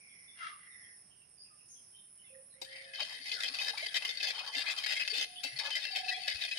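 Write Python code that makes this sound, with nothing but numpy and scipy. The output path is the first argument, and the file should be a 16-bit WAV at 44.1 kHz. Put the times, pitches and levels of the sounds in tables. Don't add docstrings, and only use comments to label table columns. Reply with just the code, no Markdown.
import sys
import numpy as np
from scipy import signal
from scipy.fft import rfft, irfft, next_fast_len
from scipy.io import wavfile
from scipy.ndimage import uniform_filter1d

SR = 44100
rng = np.random.default_rng(int(sys.argv[2]) if len(sys.argv) > 2 else 0)


def generate_wav(sig):
    pcm = np.round(np.clip(np.atleast_2d(sig).T, -1, 1) * 32767).astype(np.int16)
    wavfile.write(sys.argv[1], SR, pcm)


N = 290178
TIME = np.arange(N) / SR

# pitch_hz, width_hz, level_db
PAN_MODES = [(1710, 35, -13), (2076, 34, 10.5), (2545, 47, 14), (3083, 125, 8), (3712, 62, -1.5),
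             (4503, 290, -3.5), (5025, 73, 2)]
# time_s, level_db
DRAG_LEVELS = [(2.6, -74), (2.73, -53), (2.929, -60.5), (2.938, -41), (3.05, -43), (3.25, -48), (3.33, -38),
               (3.55, -45.5), (3.72, -48), (3.92, -46), (4.13, -44), (4.36, -43.5), (4.52, -43),
               (5.22, -45), (5.3, -64), (5.42, -56.5), (5.46, -45), (5.57, -52), (5.62, -43.5), (5.68, -40),
               (5.88, -44), (6.2, -48), (6.34, -41.5), (6.58, -48)]


def from_db(db):
    return 10 ** (np.asarray(db) / 20)


def rms_one(x):
    return x / np.sqrt(np.mean(x ** 2) + 1e-20)


def pan(db):
    return from_db(np.array([[db], [-db]]) / 2)


def band(x, order, low_hz, high_hz):
    return signal.sosfilt(signal.butter(order, [low_hz, high_hz], "band", fs=SR, output="sos"), x)


def colour(x, points):
    hz, db = np.transpose(points)
    size = next_fast_len(N + 4096)
    grid = np.arange(size // 2 + 1) * SR / size + 1
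    gain = from_db(np.interp(np.log(grid), np.log(hz), db))
    return irfft(rfft(x, size) * gain, size)[..., :N]


def resonate(x, hz, width_hz):
    r = np.exp(-np.pi * width_hz / SR)
    zeros = np.array([1, 0, -1]) * (1 - r * r) / 2
    poles = [1, -2 * r * np.cos(2 * np.pi * hz / SR), r * r]
    return signal.lfilter(zeros, poles, x + 1e-18)


def drift(rate):
    knots = rng.standard_normal(N // 8)
    return rms_one(np.interp(TIME * rate, np.arange(len(knots)), knots))


def grains(per_s, spread_db):
    sizes = from_db(spread_db * np.minimum(rng.exponential(1, N), 4))
    sizes = sizes * rng.choice([-1, 1], N)
    return rms_one(sizes * (rng.random(N) < per_s / SR))


def arch(start, length):
    u = np.clip((TIME - start) / length, 0, 1)
    swell = np.zeros(N)
    inside = (u > 0) & (u < 1)
    swell[inside] = np.sin(np.pi * u[inside])
    return u, swell


def reflect(x, t60, wet_db):
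    t = TIME[:SR // 2]
    tail = rng.standard_normal((2, len(t))) * from_db(-60 * t / t60)
    tail *= from_db(wet_db) / np.sqrt(np.sum(tail ** 2, axis=1, keepdims=True))
    wet = signal.fftconvolve(np.atleast_2d(x), tail, axes=1)[:, :N]
    return (x + wet) / np.sqrt(1 + from_db(2 * wet_db))


def narrow_noise(hz, width_hz):
    once = resonate(rng.standard_normal((2, N)), hz, width_hz)
    return rms_one(resonate(once, hz, width_hz))


def glides(rows):
    out = np.zeros((2, N))
    for s, length, db, start_hz, end_hz, width_hz in rows:
        u, swell = arch(s, length)
        on = swell > 0
        phase = 2 * np.pi * length * u[on] * (start_hz + (end_hz - start_hz) * u[on] / 2)
        narrow = signal.butter(2, width_hz / 2, fs=SR, output="sos")
        hoarse = signal.sosfilt(narrow, rng.standard_normal((2, 2, len(phase))))
        mid, side = rms_one(hoarse[0] * np.cos(phase) + hoarse[1] * np.sin(phase))
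        out[:, on] += from_db(db) * swell[on] * np.array([mid + 1.42 * side, mid - 1.53 * side])
    return out


def air(level_db=-73.5):
    # frequency_hz, gain_db
    air_colour = [(20, -17), (45, -17), (80, -3), (170, -2), (300, -9), (700, -12.5), (1200, -16),
                  (2500, -14), (4300, -23.5), (7000, -26.5), (8500, -24), (10500, -47), (12000, -70)]
    noise = rng.standard_normal(N) + 1.04 * rng.standard_normal((2, N))
    return from_db(level_db) * rms_one(colour(noise, air_colour)) * from_db(0.72 * drift(8.4))


def stridulate(hz, width_hz, pulses_per_s, waver_hz, scatter_db):
    strokes = np.cumsum(pulses_per_s * (1 + 0.016 * drift(8.7))) / SR
    pulse = (.5 + .5 * np.cos(2 * np.pi * strokes)) ** 2
    tone = np.sin(2 * np.pi * np.cumsum(hz + waver_hz * drift(300)) / SR)
    direct = rms_one(pulse * tone) * pan(-7) * from_db(1.0 * drift(60))
    return rms_one(direct + from_db(scatter_db) * narrow_noise(hz, width_hz))


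def crickets(trill_db=-59.5, chirp_db=-64, chorus_db=-68, buzz_db=-71, buzz_rest_db=-75.5):
    # start_s, length_s
    buzz_bouts = [(-.2, 0.78), (0.617, 0.53), (1.54, 0.49)]
    bout = ((TIME - 1.037) / 1.53) % 1
    chirp = ((TIME - .017) / .122) % 1
    bout_db = np.interp(bout, [0, .22, .45, .99, 1], [-25, -14, -2, 1, -25])
    syllable_db = np.interp(chirp, [0, .1, .3, .5, .93, 1], [-6, -16, -11, -2, 1, -6])
    trill = from_db(trill_db + bout_db) * stridulate(9897, 630, 140, waver_hz=86.8, scatter_db=2.5)
    chirps = from_db(chirp_db + syllable_db) * stridulate(8970, 380, 125, waver_hz=72.2, scatter_db=-1.5)
    chorus = from_db(chorus_db) * narrow_noise(9590, 950) * pan(-14.0)
    swells = sum(arch(s, length)[1] for s, length in buzz_bouts)
    buzz_gain = from_db(buzz_rest_db) + from_db(buzz_db) * swells
    buzz = buzz_gain * from_db(0.93 * drift(9.6)) * narrow_noise(5387, 530)
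    low_pass = signal.butter(20, 10600, fs=SR, output="sos")
    return signal.sosfilt(low_pass, trill + chirps + chorus + buzz)


def far_chirps(count=34, low_hz=2070, high_hz=4350, length_s=0.071, level_db=-73, fall=0.92, width_hz=240):
    when, pitch = rng.random((count, 2)).T
    starts = (np.arange(count) + when) / count * TIME[-1]
    pitches = low_hz * (high_hz / low_hz) ** pitch
    return [(s, length_s, level_db, hz, hz * fall, width_hz) for s, hz in zip(starts, pitches)]


def birds(flutter_per_s=31):
    # start_s, length_s, level_db, start_hz, end_hz, flutter_0_to_1
    coo_notes = [(2.3, 0.13, -63.5, 531, 541, 0.4), (2.541, 0.515, -67.5, 531, 544.7, 0.24),
                 (2.817, 0.27, -73, 695, 657, 0.3), (5.236, 0.3, -71, 726, 718, 0.55),
                 (5.897, 0.4, -56.5, 763, 735, 0.97)]
    # start_s, length_s, level_db, start_hz, end_hz, width_hz
    far_calls = [(-.1, 0.51, -65.5, 2390, 2041, 260), (.27, 0.047, -63.5, 3520, 3500, 119),
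                 (.55, 0.44, -61.5, 2053, 1870, 245), (1.09, .14, -81, 3140, 3150, 160),
                 (1.37, 0.11, -60.5, 4770, 5050, 222), (1.49, 0.069, -73.5, 1226, 1222, 50),
                 (1.68, 0.11, -60, 6590, 5920, 396), (1.92, 0.098, -65.5, 3090, 3100, 151),
                 (2.18, 0.056, -66.5, 3045, 3000, 120), (2.225, 0.059, -71, 1960, 2300, 90),
                 (2.255, 0.079, -66, 2740, 2474, 111), (2.337, 0.03, -65.5, 1985, 1760, 180)]
    coos = np.zeros(N)
    for s, length, db, start_hz, end_hz, flutter in coo_notes:
        u, swell = arch(s, length)
        roll = 1 + flutter * np.sin(2 * np.pi * flutter_per_s * TIME + drift(22))
        roll = roll * from_db(0.5 * drift(50))
        phase = 2 * np.pi * length * u * (start_hz + (end_hz - start_hz) * u / 2)
        coos += from_db(db) * np.sqrt(2 * swell) * roll * np.sin(phase)
    calls = glides(list(far_calls) + far_chirps())
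    return reflect(coos, t60=0.33, wet_db=-4.0) * pan(-19.0) + reflect(calls, t60=0.42, wet_db=-2.5)


def flour():
    # time_s, level_db
    flour_levels = [(.3, -93), (.39, -53.5), (.425, -48.5), (.465, -46), (.5, -51), (.57, -65.5),
                    (.68, -65)]
    # pitch_hz, width_hz, level_db
    flour_modes = [(680, 19, 3.5), (1680, 710, -6.5), (2042, 35, 6), (2754, 80, -3), (3210, 52, -4),
                   (4870, 610, -17)]
    near, far = grains(1200, spread_db=1.5), grains(1200, spread_db=2.0)
    crumbs = np.array([near + far, near - far * .5])
    puff = sum(from_db(db) * resonate(crumbs, hz, width) for hz, width, db in flour_modes)
    puff = band(puff, 4, 950, 5200)
    s, db = np.transpose(flour_levels)
    return from_db(np.interp(TIME, s, db, left=-120, right=-120)) * rms_one(puff)


def plops():
    # start_s, length_s, level_db, start_hz, end_hz, width_hz
    hollows = [(.395, 0.1, -47.5, 1400, 1257, 106), (.46, .14, -58.5, 1220, 1163, 82)]
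    return glides(hollows)


def slides():
    # start_s, length_s, level_db, start_hz, end_hz, width_hz
    squeals = [(2.52, .1, -71.5, 1750, 2350, 110), (2.64, 0.16, -59, 1730, 2060, 171),
               (2.7, 0.17, -55.5, 2193, 2050, 382), (2.81, 0.21, -61, 1900, 1580, 150),
               (3.35, 0.074, -51.5, 1620, 1320, 100), (3.745, .04, -63, 980, 1920, 150),
               (5.35, 0.065, -53.5, 2920, 3250, 243), (5.355, 0.078, -52.5, 3420, 3510, 200)]
    return glides(squeals) * pan(0.94)


def drag():
    return from_db(np.interp(TIME, *np.transpose(DRAG_LEVELS), left=-120))


def singing_wire(hz, count, width_hz):
    t = TIME[:count]
    wander = np.cumsum(rng.standard_normal(count)) * np.sqrt(2 * np.pi * width_hz / SR)
    wander = uniform_filter1d(wander, size=60)
    return np.sqrt(2) * np.sin(2 * np.pi * hz * t + wander + rng.uniform(0, 2.73, (2, 1)))


def taps(tap_db=-12, crack_s=0.0087, ring_db=-7):
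    # time_s, peak_db, bottom_thud_db, free_ring_db
    knocks = [(2.615, -27, 8, -20), (2.6447, -37, -11.5, -24), (3.4376, -31.5, 8.5, -21),
              (4.5606, -38, 13.5, -16), (4.709, -24.5, -11, -19), (5.434, -21.5, -5, -7),
              (5.441, -26, 7, 0.5), (5.7529, -23.5, -15, -12)]
    # pitch_hz, width_hz, level_db
    thud_modes = [(539, 52, 9), (740, 134, 3)]
    # pitch_hz, t60_s, level_db
    whisk_modes = [(2644, 0.41, -17.5), (2950, 0.36, -26), (3904, 0.17, -19.5), (4484, 0.25, -20.5),
                   (5400, .35, -26), (5736, 0.43, -32)]
    cracks, pushes, loops = np.zeros(N), np.zeros(N), np.zeros((2, N))
    t = TIME[:SR // 2]
    for s, db, thud_db, free_db in knocks:
        span = slice(int(s * SR), int(s * SR) + len(t))
        burst = from_db(db + tap_db) * np.exp(-t / crack_s) * rng.standard_normal(len(t))
        cracks[span] += burst
        pushes[span] += from_db(thud_db) * burst
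        for hz, t60, mode_db in whisk_modes:
            decay = from_db(db + free_db + mode_db - 60 * t / t60)
            loops[:, span] += decay * singing_wire(hz, len(t), width_hz=6)
    crack = band(cracks, 1, 2600, 7000)
    ring = sum(resonate(crack, hz, 174) for hz, _, _ in PAN_MODES) * 10
    thud = sum(from_db(db) * resonate(pushes, hz, width) for hz, width, db in thud_modes)
    return reflect(crack + from_db(ring_db) * ring + thud, t60=0.063, wet_db=9.5) + loops


def rubs(count=18):
    # start_s, length_s, level_db, first_hz, second_hz
    sweeps = [(3.004, 0.03, -36.5, 4514, 2520), (3.434, 0.03, -34.5, 3100, 2530),
              (3.6, 0.11, -38, 3740, 3120), (3.944, 0.035, -32, 3680, 3216),
              (4.228, 0.085, -36, 3490, 2574), (4.552, 0.074, -36, 2745, 3620),
              (4.655, 0.074, -40, 2562, 2094), (4.763, 0.024, -41.5, 4478, 2562),
              (4.862, 0.077, -36.5, 3709, 5020), (4.996, 0.024, -36, 4870, 3200),
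              (5.134, 0.11, -36.5, 2620, 3564), (5.651, 0.031, -38.5, 3730, 1700),
              (5.95, 0.054, -39, 2593, 3660), (6.081, 0.018, -47, 4000, 3300),
              (6.276, 0.054, -38.5, 2995, 2061), (6.413, 0.054, -39.5, 3550, 2474)]
    # start_s, peak_db, pitch_hz, length_s
    catches = [(3.315, -23.5, 2497, 0.0074), (3.5865, -23.5, 2533, 0.015), (3.774, -26, 2320, 0.01),
               (3.791, -30, 2315, 0.021), (3.827, -27, 2196, 0.019), (3.861, -27.5, 4700, 0.0092),
               (3.885, -30.5, 3340, 0.0085), (4.05, -23.5, 2910, 0.0085), (4.102, -28, 3580, 0.0082),
               (4.203, -24.5, 2570, 0.0087), (4.391, -30.5, 2514, 0.021), (4.474, -31.5, 4700, 0.012),
               (4.666, -25, 2503, 0.024), (4.796, -28.5, 2460, 0.0069), (4.838, -24, 2195, 0.011),
               (4.964, -23.5, 2124, 0.02), (4.997, -23.5, 2567, 0.032), (5.05, -29, 2535, 0.0064),
               (5.076, -22, 2610, 0.0075), (5.101, -24.5, 4570, 0.02), (5.562, -33, 4420, 0.015),
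               (5.587, -27, 4470, 0.015), (5.588, -28.5, 5240, 0.015), (5.71, -27.5, 3085, 0.062),
               (5.752, -24, 2037, 0.022), (5.821, -30.5, 3600, 0.015), (5.84, -33, 2695, 0.06),
               (5.915, -31.5, 4570, 0.026), (6.043, -30, 2590, 0.011), (6.083, -22, 2600, 0.02),
               (6.112, -25.5, 1956, 0.022), (6.136, -33.5, 3350, 0.038), (6.142, -30, 2420, 0.019),
               (6.236, -34, 2600, 0.028), (6.355, -33, 2530, 0.015), (6.479, -28.5, 2515, .011),
               (6.513, -25, 2540, 0.022), (6.572, -26, 3030, 0.0085)]
    # start_s, peak_db, pitch_hz
    ticks = [(2.949, -38, 4400), (3.105, -41, 2000), (3.405, -27, 3620), (3.4805, -27, 4880),
             (3.5439, -31.5, 2670), (3.684, -26, 5130), (4.023, -28, 2620), (4.0896, -29, 3600),
             (4.172, -26.5, 4520), (4.6977, -23, 2600), (4.785, -26, 3190), (4.8614, -28, 2230),
             (5.1497, -30, 3620), (5.9589, -23, 2530), (6.2796, -24.5, 3014), (6.4193, -26, 3950),
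             (6.4368, -24.5, 3646)]
    catch_rise_s, lock_s = 0.0015, 0.015
    rows = [(s, 0.00399, length, db, pitches, 0.19) for s, length, db, *pitches in sweeps]
    for s, db, hz, length in catches:
        share = 1 - np.exp(-length / lock_s)
        rows.append((s, catch_rise_s, length, db - 11.5, [hz], share))
    rows += [(s, 0.00053, 0.0039, db - 9.5, [hz], 0.52) for s, db, hz in ticks]
    slots = np.linspace(DRAG_LEVELS[0][0], TIME[-SR // 50], count + 1)
    low_hz, high_hz = PAN_MODES[1][0], PAN_MODES[-1][0]
    for start, end, (when, hold, wire) in zip(slots, slots[1:], rng.random((count, 3))):
        s = start + when * (end - start)
        db = np.interp(s, *np.transpose(DRAG_LEVELS)) - 0.5
        hz = low_hz * (high_hz / low_hz) ** wire
        rows.append((s, catch_rise_s, 0.013 * (.5 + hold), db, [hz], 0.48))
    return rows


def wall(x, sharpness=1.98, size=256):
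    # time_s, pitch_hz
    swirl = [(3.0, 1590), (3.22, 1710), (3.41, 1440), (3.45, 1490), (3.6, 1250), (3.86, 1600), (3.98, 1400),
             (4.17, 1630), (4.24, 1720), (4.4, 1410), (4.68, 1610), (4.8, 1240), (4.92, 1540), (5.02, 1380),
             (5.15, 1620), (6.11, 1600), (6.21, 1830), (6.37, 1450), (6.46, 1730)]
    out, state = np.zeros_like(x), np.zeros((2, 2, 2))
    pitches = np.interp(TIME[::size], *np.transpose(swirl))
    for i, w in zip(range(0, N, size), 2 * np.pi * pitches / SR):
        c, damp = np.cos(w), np.sin(w) / (2 * sharpness)
        stage = np.array([(1 + c) / 2, -1 - c, (1 + c) / 2, 1 + damp, -2 * c, 1 - damp]) / (1 + damp)
        out[:, i:i + size], state = signal.sosfilt([stage, stage], x[:, i:i + size], zi=state)
    return out / sharpness


def travel(x, places_per_s, count=4):
    places = sum(drift(places_per_s) * reflect(x, t60=0.031, wet_db=3.5) for _ in range(count))
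    return places / np.sqrt(count)


def scrape(slips_per_s, spread_db, chatter_db, modes_db, shift_db, loops_db=-1, bottom_db=3.5):
    # frequency_hz, gain_db
    pan_colour = [(600, 8), (1200, -13), (1700, -4.5), (2500, -6.5), (3500, 2), (5200, 4), (6100, -1),
                  (8000, -7.5), (11000, -7), (15000, -22)]
    # frequency_hz, gain_db
    bottom_colour = [(200, -32.5), (420, -22), (570, -6.5), (820, -11), (1150, -30), (2000, -49)]
    near, far = grains(slips_per_s, spread_db), grains(slips_per_s, spread_db)
    slips = np.array([near + 0.48 * far, near - 0.97 * far]) * from_db(chatter_db * drift(170))
    rung = sum(from_db(db + shift_db * drift(22)) * resonate(slips, hz, width)
               for hz, width, db in PAN_MODES)
    pitches = np.geomspace(1800, 6000, num=20) * rng.uniform(.97, 1.03, 20)
    loops = sum(from_db(5 * np.minimum(drift(25), 1.8)) * resonate(slips, hz, 55) for hz in pitches)
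    excited = slips + from_db(modes_db) * rung + from_db(loops_db) * loops
    sides = wall(colour(excited, pan_colour))
    bottom = from_db(bottom_db) * colour(slips, bottom_colour)
    body = travel(sides + bottom, places_per_s=13.0)
    return body / np.sqrt(uniform_filter1d(body.mean(0) ** 2, size=600) + 1e-9)


def tinks(force, per_s, width_hz, count=30):
    out = np.zeros((2, N))
    for hz in np.geomspace(1900, 5200, num=count) * rng.uniform(.98, 1.02, count):
        flicks = grains(per_s, spread_db=1.5) * force * np.sqrt(SR / (np.pi * width_hz) / count)
        out += resonate(flicks, hz, width_hz) * (1 + rng.normal(0, 1.0) * np.array([[1], [-1]]))
    return out


def whisk(judder_db=2.11, fall_s=0.007, wire_fall_s=0.0072, drag_db=-4, rub_db=-2, others_db=-10,
          tink_db=-8, bright_db=-38, brighten=0.12):
    # frequency_hz, left_minus_right_db
    pan_side = [(300, -5), (900, 1.5), (1600, 10), (2100, 1.5), (3200, 8), (4500, 13), (5500, 2.5),
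                (6300, 1.5), (7500, -12.5), (11000, 4), (15000, -12)]
    power, wires = (from_db(drag_db) * drag()) ** 2, np.zeros((2, N))
    t = TIME[:SR // 5]
    for s, rise_s, length, db, pitches, share in rubs():
        share = min(share, .95)
        at = int((s - rise_s / 2) * SR)
        onset = from_db(db) * np.minimum(t / rise_s, 1)
        after = np.maximum(t - length, 0)
        rub = from_db(rub_db) * onset * np.exp(-after / fall_s)
        power[at:at + len(t)] += ((1 - share) * rub ** 2)[:N - at]
        main = sum(singing_wire(hz, len(t), width_hz=18) for hz in pitches)
        main = np.sqrt(share / len(pitches)) * main
        neighbours = rng.uniform(1900, 5200, size=2)
        others = sum(singing_wire(hz, len(t), width_hz=10) for hz in neighbours) / np.sqrt(2)
        song = onset * np.exp(-after / wire_fall_s) * (main + from_db(others_db) * others)
        wires[:, at:at + len(t)] += song[:, :N - at]
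    force = np.sqrt(power) * from_db(judder_db * drift(60))
    sound = force * scrape(slips_per_s=620, spread_db=0.8, chatter_db=3.5, modes_db=5.5, shift_db=5.0)
    treble = colour(sound, [(4600, -40), (5400, -6), (6000, 0)])
    sound = sound + treble * ((force / from_db(bright_db) + 1e-6) ** brighten - 1)
    flicked = tinks(force, per_s=7, width_hz=30)
    sound = sound + wires + from_db(tink_db) * flicked + taps()
    left, right = (colour(channel, [(hz, sign * db / 2) for hz, db in pan_side])
                   for channel, sign in zip(sound, (1, -1)))
    return np.array([left, right]), force


def bubbles(low_hz, high_hz, per_s, cycles):
    pitches = np.geomspace(low_hz, high_hz, num=12)
    rung = sum(resonate(grains(per_s, spread_db=2.5), hz, hz / cycles) for hz in pitches)
    return reflect(rung, t60=0.14, wet_db=0.0)


def milk(force, splash_db=-9.0, churn_db=-23, slosh_db=-36, gulp_rise=0.35, lag_s=0.012, splash_width_hz=390):
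    # start_s, length_s, level_db, bubble_pitch_hz
    waves = [(2.979, 0.065, -42.5, 754), (3.04, 0.12, -54, 875), (3.462, .15, -53, 1040),
             (3.642, 0.19, -46.5, 920), (4, 0.079, -44, 980), (4.223, 0.071, -51, 750),
             (4.311, 0.24, -41, 920), (4.554, 0.3, -44.5, 1070), (4.882, 0.094, -54.5, 695),
             (5.098, 0.12, -54.5, 735), (5.582, 0.16, -41, 910)]
    # start_s, level_db, mid_pitch_hz
    gulps = [(3.008, -47, 600), (3.187, -64, 272), (3.491, -59, 267), (3.73, -43.5, 844),
             (3.82, -46.5, 653), (4.551, -53, 274), (5.115, -50, 442), (5.165, -58, 287),
             (5.434, -55.5, 271), (5.509, -57.5, 132)]
    keep = np.exp(-1 / (lag_s * SR))
    push = signal.lfilter([1 - keep], [1, -keep], force)
    fizz = bubbles(550, 1615, per_s=45, cycles=24)
    splashes = sum(from_db(db) * arch(s, length)[1] * rms_one(resonate(fizz, hz, splash_width_hz))
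                   for s, length, db, hz in waves)
    churn = band(bubbles(450, 800, per_s=8, cycles=16), 2, 430, 820)
    slosh = band(bubbles(150, 420, per_s=3, cycles=8), 2, 130, 430)
    out = from_db(splash_db) * splashes
    out = out + push * (from_db(churn_db) * rms_one(churn) + from_db(slosh_db) * rms_one(slosh))
    for s, db, hz in gulps:
        length = 0.051 * (268 / hz) ** 0.69
        u, swell = arch(s, length)
        phase = 2 * np.pi * hz * length * u * (1 + gulp_rise * (u - 1) / 2)
        out = out + from_db(db) * swell ** 2 * np.sin(phase)
    return out


def thump(start_s=6.338, length_s=0.039, pitch_hz=72, level_db=-55.5, side_db=16):
    tone = np.sin(2 * np.pi * pitch_hz * (TIME - start_s))
    return from_db(level_db) * arch(start_s, length_s)[1] ** 2 * tone * pan(side_db)


def scene():
    background = air() + crickets() + birds()
    wires, force = whisk()
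    cooking = flour() + plops() + slides() + wires + milk(force) + thump()
    return background + reflect(cooking, t60=0.77, wet_db=-15.0)


def record(dry, cutoff_hz=15300):
    return signal.sosfilt(signal.ellip(10, .1, 80, cutoff_hz, fs=SR, output="sos"), dry)


dry = scene()
out = record(dry)
generate_wav(out)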